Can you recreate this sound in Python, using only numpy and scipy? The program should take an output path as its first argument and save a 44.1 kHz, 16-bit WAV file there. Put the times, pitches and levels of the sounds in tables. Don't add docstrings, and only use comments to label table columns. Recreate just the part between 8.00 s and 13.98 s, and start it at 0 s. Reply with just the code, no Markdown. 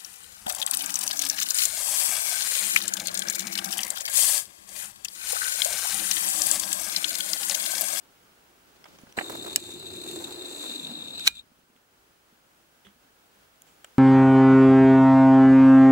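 import sys
import numpy as np
from scipy import signal
from scipy.fft import rfft, irfft, next_fast_len
from scipy.io import wavfile
from scipy.ndimage import map_coordinates

SR = 44100
rng = np.random.default_rng(int(sys.argv[2]) if len(sys.argv) > 2 else 0)


def master(y):
    cut = np.clip(np.atleast_2d(y).T, -1, 1)
    pcm = np.round(cut * 32767)
    wavfile.write(sys.argv[1], SR, pcm.astype(np.int16))


N = 263806
TIME = np.arange(N) / SR
FFT_SIZE = next_fast_len(N, real=True)
FREQ = np.maximum(np.arange(FFT_SIZE // 2 + 1) * SR / FFT_SIZE, 1)
MOTOR_ON_S, JUDDER_END_S, END_STOP_S, MOTOR_OFF_S = 1.166, 2.95, 3.28, 3.402

# (frequency [Hz], lead [rad])
BODY_LEAD = [(50, -.15), (400, -.65), (800, -1.2), (1400, -2.2), (2500, -2.6), (3700, -2.4), (4800, -.8),
             (7500, -.5), (15000, -.3)]
# (frequency [Hz], level [dB])
ROOM_SPECTRUM = [(25, -17.5), (49, -2.5), (75, -7.5), (200, -4.5), (360, -3), (470, -5), (800, -5),
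                 (1150, -6.5), (1480, -4.5), (1900, -9.5), (3000, -10.5), (4200, -14), (8000, -16.5),
                 (15000, -18.5)]
# (frequency [Hz], level [dB])
FINGER_SPECTRUM = [(50, -21), (130, -2), (280, 0), (700, -6), (1500, -11.5), (4000, -12.5), (6000, -15),
                   (12000, -27.5)]
# (time [s], level [dB], decay [ms], tilt [dB/octave], ring [Hz], ring [dB])
FINGER_TICKS = [(0.842, -42.5, 2.8, 1, 5100, -7), (0.856, -45.5, 8.8, -1.5, 885, -4),
                (0.987, -49, 4, 0.5, 6200, -6), (1.014, -53, 4.4, 11, 6900, -8),
                (1.069, -51, 5.6, -7, 1580, -6), (1.125, -42.5, 1.3, 4.5, 6040, -3),
                (3.763, -52.5, 2.9, 0, 3120, -1), (4.849, -53.5, 30, 1.5, 3200, -2.5),
                (4.868, -45.5, 1.9, -1, 1560, 4), (4.869, -48, 2.5, 3, 3290, 6),
                (5.62, -37, 1.14, 13, 6960, -4), (5.668, -60.5, 60, 6.5, 7150, -5.5),
                (5.845, -38, 3.8, 0.5, 1380, -17), (5.8448, -36, 1.6, 13.5, 7570, -0.5)]
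# (frequency [Hz], level [dB])
TICK_SPECTRUM = [(100, -10), (250, -6.5), (600, 5.5), (1100, 1), (2100, 6), (2750, 2), (3300, 6),
                 (3900, -9), (4350, -8.5), (5050, -9), (5850, -4), (6600, -12), (7600, -7), (9900, -13.5),
                 (15000, -25)]
# (time [s], level [dB], decay [ms], pitch [Hz])
BODY_BUMPS = [(1.035, -38, 4.2, 250), (1.073, -50, 6, 210), (1.18, -33, 3, 220), (3.518, -47, 5, 240),
              (3.589, -51, 4, 230), (3.635, -53, 5, 220), (3.701, -53, 5, 230), (3.757, -51, 4.5, 250),
              (4.108, -54, 5, 170), (4.326, -54, 9, 215), (4.851, -52, 10, 400), (4.861, -52, 6, 200),
              (4.871, -48, 19, 200), (4.96, -58, 14, 250), (5.047, -58, 14, 270)]
# (time [s], rumble [dB], scrape [dB])
BARREL_DRAG = [(1.24, -60.5, -46.5), (1.33, -50, -43.5), (1.41, -50.5, -47.5), (1.47, -53, -47),
               (1.62, -53.5, -52.5), (1.95, -47.5, -47.5), (2.25, -52.5, -43), (2.45, -58, -45.5),
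               (2.8, -72, -48.5), (3.08, -55, -50.5), (3.28, -57, -53)]
# (frequency [Hz], level [dB])
RUMBLE_SPECTRUM = [(25, -24), (55, -11.5), (100, -1), (170, -1.5), (250, 0), (400, -16), (800, -45)]
# (frequency [Hz], level [dB])
SCRAPE_SPECTRUM = [(100, -30.5), (250, -11.5), (450, 0), (600, -3), (850, -5.5), (1200, -10.5),
                   (1700, -11.5), (3000, -24)]
# (time [s], pitch [Hz], level [dB])
BARREL_JUDDER = [(1.25, 348.4, -68), (1.47, 342, -47), (1.58, 335.6, -50), (1.68, 350, -46),
                 (1.9, 366.4, -48), (2.02, 351.4, -49), (2.1, 355, -38.5), (2.22, 341.7, -40),
                 (2.27, 345, -47), (2.5, 359.9, -46), (2.57, 339, -55), (2.66, 306, -56),
                 (2.73, 299.4, -69), (2.79, 292, -46.5), (2.83, 250, -48), (2.87, 219, -46),
                 (2.9, 222, -60), (2.922, 237.3, -36.5), (2.95, 270, -66)]
# (time [s], level [dB], decay [ms])
BARREL_JOLTS = [(1.297, -28.5, 5), (1.304, -31, 2.5), (1.325, -35, 4), (1.353, -32, 5), (1.379, -39.5, 3),
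                (1.445, -35.5, 6), (1.463, -34, 6), (1.479, -35, 4), (1.691, -35.5, 4.1), (1.827, -39, 4),
                (2.065, -41, 4), (2.161, -38.5, 4), (2.222, -35, 3), (2.315, -39.5, 5)]
# (time [s], half-length [s], extra hiss [dB], extra chatter [dB])
TIGHT_SPOTS = [(1.683, 0.1, 4, -2), (2.14, 0.17, 7.5, 4), (2.63, 0.19, 9, 0.5), (3.225, 0.041, 5.5, -2)]
# (frequency [Hz], level [dB], t60 [s])
SPRING_MODES = [(1386, -22, .28), (1663, -24, .17), (2426, 0, .17), (2869, -12, .1), (4177, -24, .25)]
# (time [s], level [dB])
SPRING_BLOWS = [(1.5612, -45), (3.2757, -31)]
# (time [s], level [dB], decay [ms], tilt [dB/octave])
LENS_SNAPS = [(1.56, -3.5, 0.88, -0.5), (1.563, -27.5, 7.6, -6), (1.58, -35.5, 7.4, -13)]
# (frequency [Hz], width [Hz], level [dB], pan [dB], lead [rad])
LENS_MODES = [(548, 430, -25.5, -3.5, 4), (1653, 250, -16, -5.5, 4.5), (2451, 350, -14, -0.5, -9.5),
              (2913, 510, -7, 10.5, -4), (3820, 830, -7.5, -10, -4.5), (4550, 643, -8.5, 9.5, 7),
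              (5660, 390, -3.5, -7, 1), (7000, 600, -6.5, -2, 0.5), (7850, 880, 1.5, -3, 0.5),
              (9270, 470, -3.5, -11.5, 5), (10670, 740, -9, 6.5, 1), (12500, 630, -4.5, 0.5, 1),
              (14680, 1200, -13.5, 2.5, 0)]
# (time [s], level [dB], decay [ms], rise [ms], hardness [0-1], pan [dB], tilt [dB/octave])
STOP_CLACKS = [(3.1962, -28, 1.1, 0.5, .15, 3, 1), (3.269, -26.5, 2, 12, 0, 0, 2),
               (3.2722, -10.5, 1.1, 0.9, .1, -2, -1), (3.2754, -6, 0.7, 0.12, .35, -8, 3),
               (3.2764, -2.5, 0.7, 0.3, .65, 4, 0), (3.2785, -17.5, 3.5, 0.6, .05, 1, -2),
               (3.283, -19.5, 1.4, 0.6, .3, 0.5, 1.5)]
# (frequency [Hz], width [Hz], level [dB], pan [dB], lead [rad])
BARREL_MODES = [(830, 230, -16, -4, 0.2), (1155, 280, -19, -2, 2), (1550, 420, -5, -13, -1),
                (2400, 480, -5, 1.5, -4), (3150, 420, 0, -5, 3), (3950, 750, 3.2, -1.5, 1.7),
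                (4550, 500, -9, 0, 1), (5870, 800, -12, -1, 1.2), (6600, 550, -15, -8, 3.5),
                (7600, 520, -10, -2, -0.4), (8810, 1200, -15, -6, -1.5), (11500, 760, -14, -10, 0.5),
                (12400, 1200, -16, -8, -1.5), (14200, 1200, -19.5, -0.5, 1)]
# (frequency [Hz], level [dB])
CRACK_SPECTRUM = [(300, -17.5), (1400, -7), (3300, -4.5), (4900, -5.5), (6600, -1), (9000, -4.5),
                  (11000, -14.5), (15500, -15.5)]
# (time [s], level [dB], decay [ms], tilt [dB/octave])
GEAR_KNOCKS = [(1.173, -33.5, 3.8, 0.5), (1.179, -21.5, 2.2, -4), (1.187, -18.5, 6.3, 2),
               (1.2104, -28.5, 6.7, 0)]
# (frequency [Hz], level [dB])
KNOCK_SPECTRUM = [(60, -20), (200, -2), (450, -2), (720, 3.5), (1100, -2.5), (1600, 2), (2200, 0),
                  (2550, -6), (2830, -4.5), (3300, -17), (4000, -26.5), (5000, -31), (15000, -54)]
# (frequency [Hz], level [dB])
SLIDE_SPECTRUM = [(1000, -6), (1600, -5), (2050, -5.5), (2600, 1.5), (3150, -6), (4300, 10), (5200, -7),
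                  (6300, -0.5), (8500, 2.5), (9400, -6), (10500, 0.5), (11700, -18.5), (13000, -6.5),
                  (15600, -9.5)]
# (frequency [Hz], width [Hz], level [dB], pan [dB], lead [rad])
HOUSING_MODES = [(2480, 220, -10.5, -4, -2.5), (2721, 240, -11, 8, -2), (3697, 320, -0.5, 6, -2.5),
                 (3777, 200, -1.5, 4, -2), (4105, 140, -3, 5.5, 1.5), (4410, 380, -16, 5, -1)]
# (frequency [Hz], width [Hz], level [dB], pan [dB], lead [rad])
HOUSING_OVERTONES = [(6070, 500, -12, -9.5, -.5), (6700, 290, -1, -8, -.9), (7580, 420, 5, 4, -.1),
                     (8340, 490, -2.5, 3, -0.59), (9970, 560, -7, -9.5, 0), (10730, 610, -14, -2, 0),
                     (12900, 900, -12.5, 16, 0), (14150, 700, -8.5, 5.5, -.2)]
# (time [s], level [dB])
WHINE_LEVEL = [(1.2, -44), (1.45, -40), (1.6, -42), (1.85, -39), (2.12, -39), (2.3, -41), (2.66, -35.5),
               (3.14, -38), (3.24, -34), (3.32, -49.5), (3.38, -40)]


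def undb(db):
    return 10 ** (np.asarray(db) / 20)


def unit(x):
    return x / np.sqrt(np.mean(x ** 2))


def curves(rows):
    s, *columns = np.transpose(rows)
    return [np.interp(TIME, s, column) for column in columns]


def panned(db):
    return undb(np.array([[db], [-db]]) / 2)


def filtered(x, response):
    return irfft(rfft(x, FFT_SIZE) * response, FFT_SIZE)[..., :N]


def colour(x, spectrum, tilt_db=0):
    hz, db = np.transpose(spectrum)
    shape_db = np.interp(np.log(FREQ), np.log(hz), db)
    return filtered(x, unit(undb(shape_db + tilt_db * np.log2(np.maximum(FREQ, hz[0])))))


def noise(likeness):
    mid, side = rng.standard_normal((2, N))
    return (np.sqrt(1 + likeness) * mid + np.sqrt(1 - likeness) * side * np.array([[1], [-1]])) / np.sqrt(2)


def walk(rate):
    return unit(filtered(rng.standard_normal(N), np.exp(-(FREQ / rate) ** 2)))


def resonate(x, modes, tilt_db=0):
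    response = 0
    for hz, width, db, pan_db, lead in modes:
        band = 1 / (1 + 1j * (FREQ / hz - hz / FREQ) * hz / width) ** 2
        sides = unit(panned(pan_db)) * np.exp(.5j * lead * np.array([[1], [-1]]))
        response = response + undb(db + tilt_db * np.log2(hz)) * sides * band
    return filtered(x, response / np.sqrt(np.mean(abs(response) ** 2)))


def through_body(x):
    hz, radians = np.transpose(BODY_LEAD)
    lead = np.interp(np.log(FREQ), np.log(hz), radians)
    return filtered(x, np.exp(.5j * lead * np.array([[1], [-1]])))


def running(start, stop, coast_s):
    return np.clip((TIME - start) / 0.00416, 0, 1) * np.exp(-np.maximum(TIME - stop, 0) / coast_s)


def burst(s, db, decay_ms, pan_db, likeness, rise_ms, hardness=0):
    ms = (TIME - s) * 1000
    shape = np.exp(-np.where(ms < 0, -ms / rise_ms, ms / decay_ms).clip(0, 60))
    push = unit(signal.unit_impulse(N, int(s * SR)))
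    grating = unit(noise(likeness) * shape)
    contact = np.sqrt(hardness) * push + np.sqrt(1 - hardness) * grating
    return contact * np.sqrt(np.mean(shape ** 2)) * undb(db) * panned(pan_db)


def room_tone(level_db=-59, whistle_hz=15625, whistle_db=-14):
    shared = np.sqrt(.8 / (1 + (FREQ / 650) ** 2))
    air = filtered(rng.standard_normal(N), shared) + filtered(noise(0.092), np.sqrt(1 - shared ** 2))
    murmur = through_body(colour(air, ROOM_SPECTRUM)) * undb(.5 * walk(8))
    whistle = np.sin(2 * np.pi * whistle_hz * TIME)
    return undb(level_db) * (murmur + undb(whistle_db) * whistle)


def reflections(x, wet_db=-23, t60=0.14):
    age = TIME[:SR // 2]
    tail = rng.standard_normal((2, len(age))) * np.exp(-np.log(1000) * age / t60)
    return undb(wet_db) * signal.fftconvolve(x, unit(tail) / np.sqrt(len(age)), axes=1)[:, :N]


def finger_rub(at_s=1.0, half_s=0.28, level_db=-59, rough_db=3):
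    pressure = np.exp(-((TIME - at_s) / half_s) ** 2) * undb(level_db + rough_db * walk(33))
    return through_body(colour(noise(0.33), FINGER_SPECTRUM)) * pressure


def finger_tick(s, db, decay_ms, tilt_db, ring_hz, ring_db, width_hz=890):
    touch = burst(s, db, decay_ms, pan_db=-2, likeness=0.22, rise_ms=0.3)
    ring = resonate(touch, [(ring_hz, width_hz, 0, 0, 0)])
    return (colour(touch, TICK_SPECTRUM, tilt_db) + undb(ring_db) * ring) / np.hypot(1, undb(ring_db))


def body_bump(s, db, decay_ms, hz, rise_ms=.4, overtone=1.74, overtone_db=-12):
    ms = np.maximum(TIME - s, 0) * 1000
    phase = 2 * np.pi * hz * (TIME - s)
    fade = np.exp(-(ms / decay_ms).clip(0, 60))
    ring = np.sin(phase) * fade + undb(overtone_db) * np.sin(overtone * phase) * fade ** 2
    return undb(db) * (1 - np.exp(-ms / rise_ms)) * ring * panned(-2.5)


def tightness():
    return sum(np.outer([hiss_db, chatter_db], np.exp(-((TIME - s) / half_s) ** 2))
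               for s, half_s, hiss_db, chatter_db in TIGHT_SPOTS)


def barrel(chatter_db=-46.5):
    rumble_db, scrape_db = curves(BARREL_DRAG)
    judder_hz, judder_db = curves(BARREL_JUDDER)
    _, tight_db = tightness()
    waver_hz, uneven_db = 9 * walk(60), 2.5 * walk(45)
    phase = 2 * np.pi * np.cumsum(judder_hz + waver_hz) / SR
    judder = unit(np.sin(phase) * undb(uneven_db)) * running(MOTOR_ON_S, JUDDER_END_S, .06)
    chatter = walk(89) * np.sin(phase) + walk(100) * np.cos(phase)
    chatter *= running(MOTOR_ON_S, JUDDER_END_S, 0.22)
    hum = undb(judder_db) * judder + undb(chatter_db + tight_db) * chatter
    rumble = undb(rumble_db) * colour(noise(0.76), RUMBLE_SPECTRUM)
    rumble *= running(MOTOR_ON_S, END_STOP_S, 0.18)
    scrape = undb(scrape_db) * colour(unit(noise(0.15) * undb(2.4 * walk(52))), SCRAPE_SPECTRUM)
    return through_body((hum + scrape) * running(MOTOR_ON_S, END_STOP_S, .025) + rumble)


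def barrel_jolts():
    jolts = sum(burst(*row, pan_db=-1.5, likeness=0.69, rise_ms=0.94) for row in BARREL_JOLTS)
    return colour(jolts, SCRAPE_SPECTRUM)


def spring():
    ring = 0
    for s, blow_db in SPRING_BLOWS:
        age = np.maximum(TIME - s, 0)
        for hz, db, t60 in SPRING_MODES:
            ring += undb(blow_db + db) * np.sin(2 * np.pi * hz * age) * np.exp(-np.log(1000) * age / t60)
    return ring * panned(-7)


def lens_snap(crack_db=-15.5):
    ring = sum(resonate(burst(*row, pan_db=0, likeness=0.62, rise_ms=0.23, hardness=0.7), LENS_MODES, tilt)
               for *row, tilt in LENS_SNAPS)
    crack = sum(burst(*row, pan_db=-7, likeness=0.388, rise_ms=.3) for *row, _ in LENS_SNAPS)
    return ring + undb(crack_db) * colour(crack, CRACK_SPECTRUM)


def stop_clack(s, db, decay_ms, rise_ms, hardness, pan_db, tilt_db, crack_db=-5):
    blow = burst(s, db, decay_ms, pan_db, likeness=0.75, rise_ms=rise_ms, hardness=hardness)
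    crack = burst(s, db + crack_db, decay_ms, pan_db, likeness=0.26, rise_ms=rise_ms)
    return resonate(blow, BARREL_MODES, tilt_db) + colour(crack, CRACK_SPECTRUM)


def gear_knock(s, db, decay_ms, tilt_db):
    blow = burst(s, db, decay_ms, pan_db=-4.5, likeness=0.52, rise_ms=0.14)
    return colour(blow, KNOCK_SPECTRUM, tilt_db)


def gear_squeaks(turns, speed_hz, pitch_hz=3844, scatter_hz=110.2, half_ms=1.9, weak_db=-2):
    half_turn, within = np.divmod(2 * turns, 1)
    from_catch_ms = 1000 * (within - .5) / (2 * speed_hz)
    strength = undb(weak_db * (half_turn % 2) + 2.5 * walk(65))
    phase = 2 * np.pi * np.cumsum(pitch_hz + scatter_hz * walk(80)) / SR
    return strength * np.exp(-(from_catch_ms / half_ms) ** 2) * np.sin(phase)


def snags(per_s=90, size_db=4, scatter_db=3, decay_ms=4.5):
    sizes = (rng.random(N) < per_s / SR) * undb(size_db + scatter_db * rng.standard_normal(N))
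    keep = np.exp(-1000 / (decay_ms * SR))
    return unit(np.sqrt(1 + signal.lfilter([1], [1, -keep ** 2], sizes ** 2)))


def tooth_hiss(flutter):
    grip = unit(flutter * undb(0.53 * walk(25) + 0.8 * walk(500)))
    overtones = resonate(unit(flutter) * rng.standard_normal(N), HOUSING_OVERTONES)
    slide = colour(grip * noise(0.15), SLIDE_SPECTRUM)
    return slide + undb(-1 + .5 * walk(11)) * overtones


def load_drift(x, depth_s=.0005, rate=7):
    place = (TIME + depth_s * walk(rate)) * SR
    return np.array([map_coordinates(side, [place], order=3, mode="mirror") for side in x])


def gear_shake(turns, level_db=-62.5):
    shake = unit(np.sin(4 * np.pi * turns) * undb(0.53 * walk(30) + 2.5 * walk(60)))
    return undb(level_db) * shake * running(END_STOP_S, MOTOR_OFF_S, 0.022)


def gears(full_hz=29.48, lag_hz=4, spin_up_s=.3, hiss_db=-48, ease_db_per_s=-2.5, free_run_db=-2.5):
    age = np.maximum(TIME - MOTOR_ON_S, 0)
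    tight_db, _ = tightness()
    speed_hz = full_hz - lag_hz * np.exp(-age / spin_up_s)
    turns = np.cumsum(speed_hz * (1 + 0.035 * walk(27))) / SR
    squeaks = unit(resonate(gear_squeaks(turns, speed_hz), HOUSING_MODES))
    flutter = undb(0.85 * np.cos(2 * np.pi * 6 * turns)) * snags()
    rattle = unit(rng.standard_normal(N) * flutter * undb(1.5 * walk(500) + 0.53 * walk(50)))
    squeak_gain = undb(-3 - .4 * tight_db)
    whine = (squeak_gain * squeaks + resonate(rattle, HOUSING_MODES)) / np.hypot(squeak_gain, 1)
    whine *= undb(curves(WHINE_LEVEL)[0] + .5 * walk(9))
    hiss = tooth_hiss(flutter)
    hiss *= undb(hiss_db + ease_db_per_s * age + tight_db + free_run_db * (TIME > END_STOP_S))
    return load_drift(whine + hiss) * running(MOTOR_ON_S, MOTOR_OFF_S, .008) + gear_shake(turns)


def scene():
    knocks = sum(gear_knock(*row) for row in GEAR_KNOCKS)
    snap = lens_snap()
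    clacks = sum(stop_clack(*row) for row in STOP_CLACKS)
    ticks = sum(finger_tick(*row) for row in FINGER_TICKS)
    bumps = sum(body_bump(*row) for row in BODY_BUMPS)
    blows = through_body(knocks + barrel_jolts() + bumps) + snap + clacks + ticks
    return gears() + barrel() + blows + reflections(blows) + spring() + room_tone() + finger_rub()


def gain_control(x, threshold_db=-6.5, max_cut_db=5, attack_s=0.024, recovery_db_per_s=1.84):
    peak_db = 20 * np.log10(abs(x).max(axis=0) + 1e-9)
    over_db = np.clip(peak_db - threshold_db, 0, max_cut_db)
    recovered_db = recovery_db_per_s * TIME
    cut_db = np.maximum.accumulate(over_db + recovered_db) - recovered_db
    keep = np.exp(-1 / (attack_s * SR))
    return x * undb(-signal.lfilter([1 - keep], [1, -keep], cut_db))


def record(dry):
    top_cut = signal.ellip(10, .2, 70, 15800, fs=SR, output="sos")
    return signal.sosfilt(top_cut, np.clip(gain_control(dry), -1, 1))


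dry = scene()
out = record(dry)
master(out)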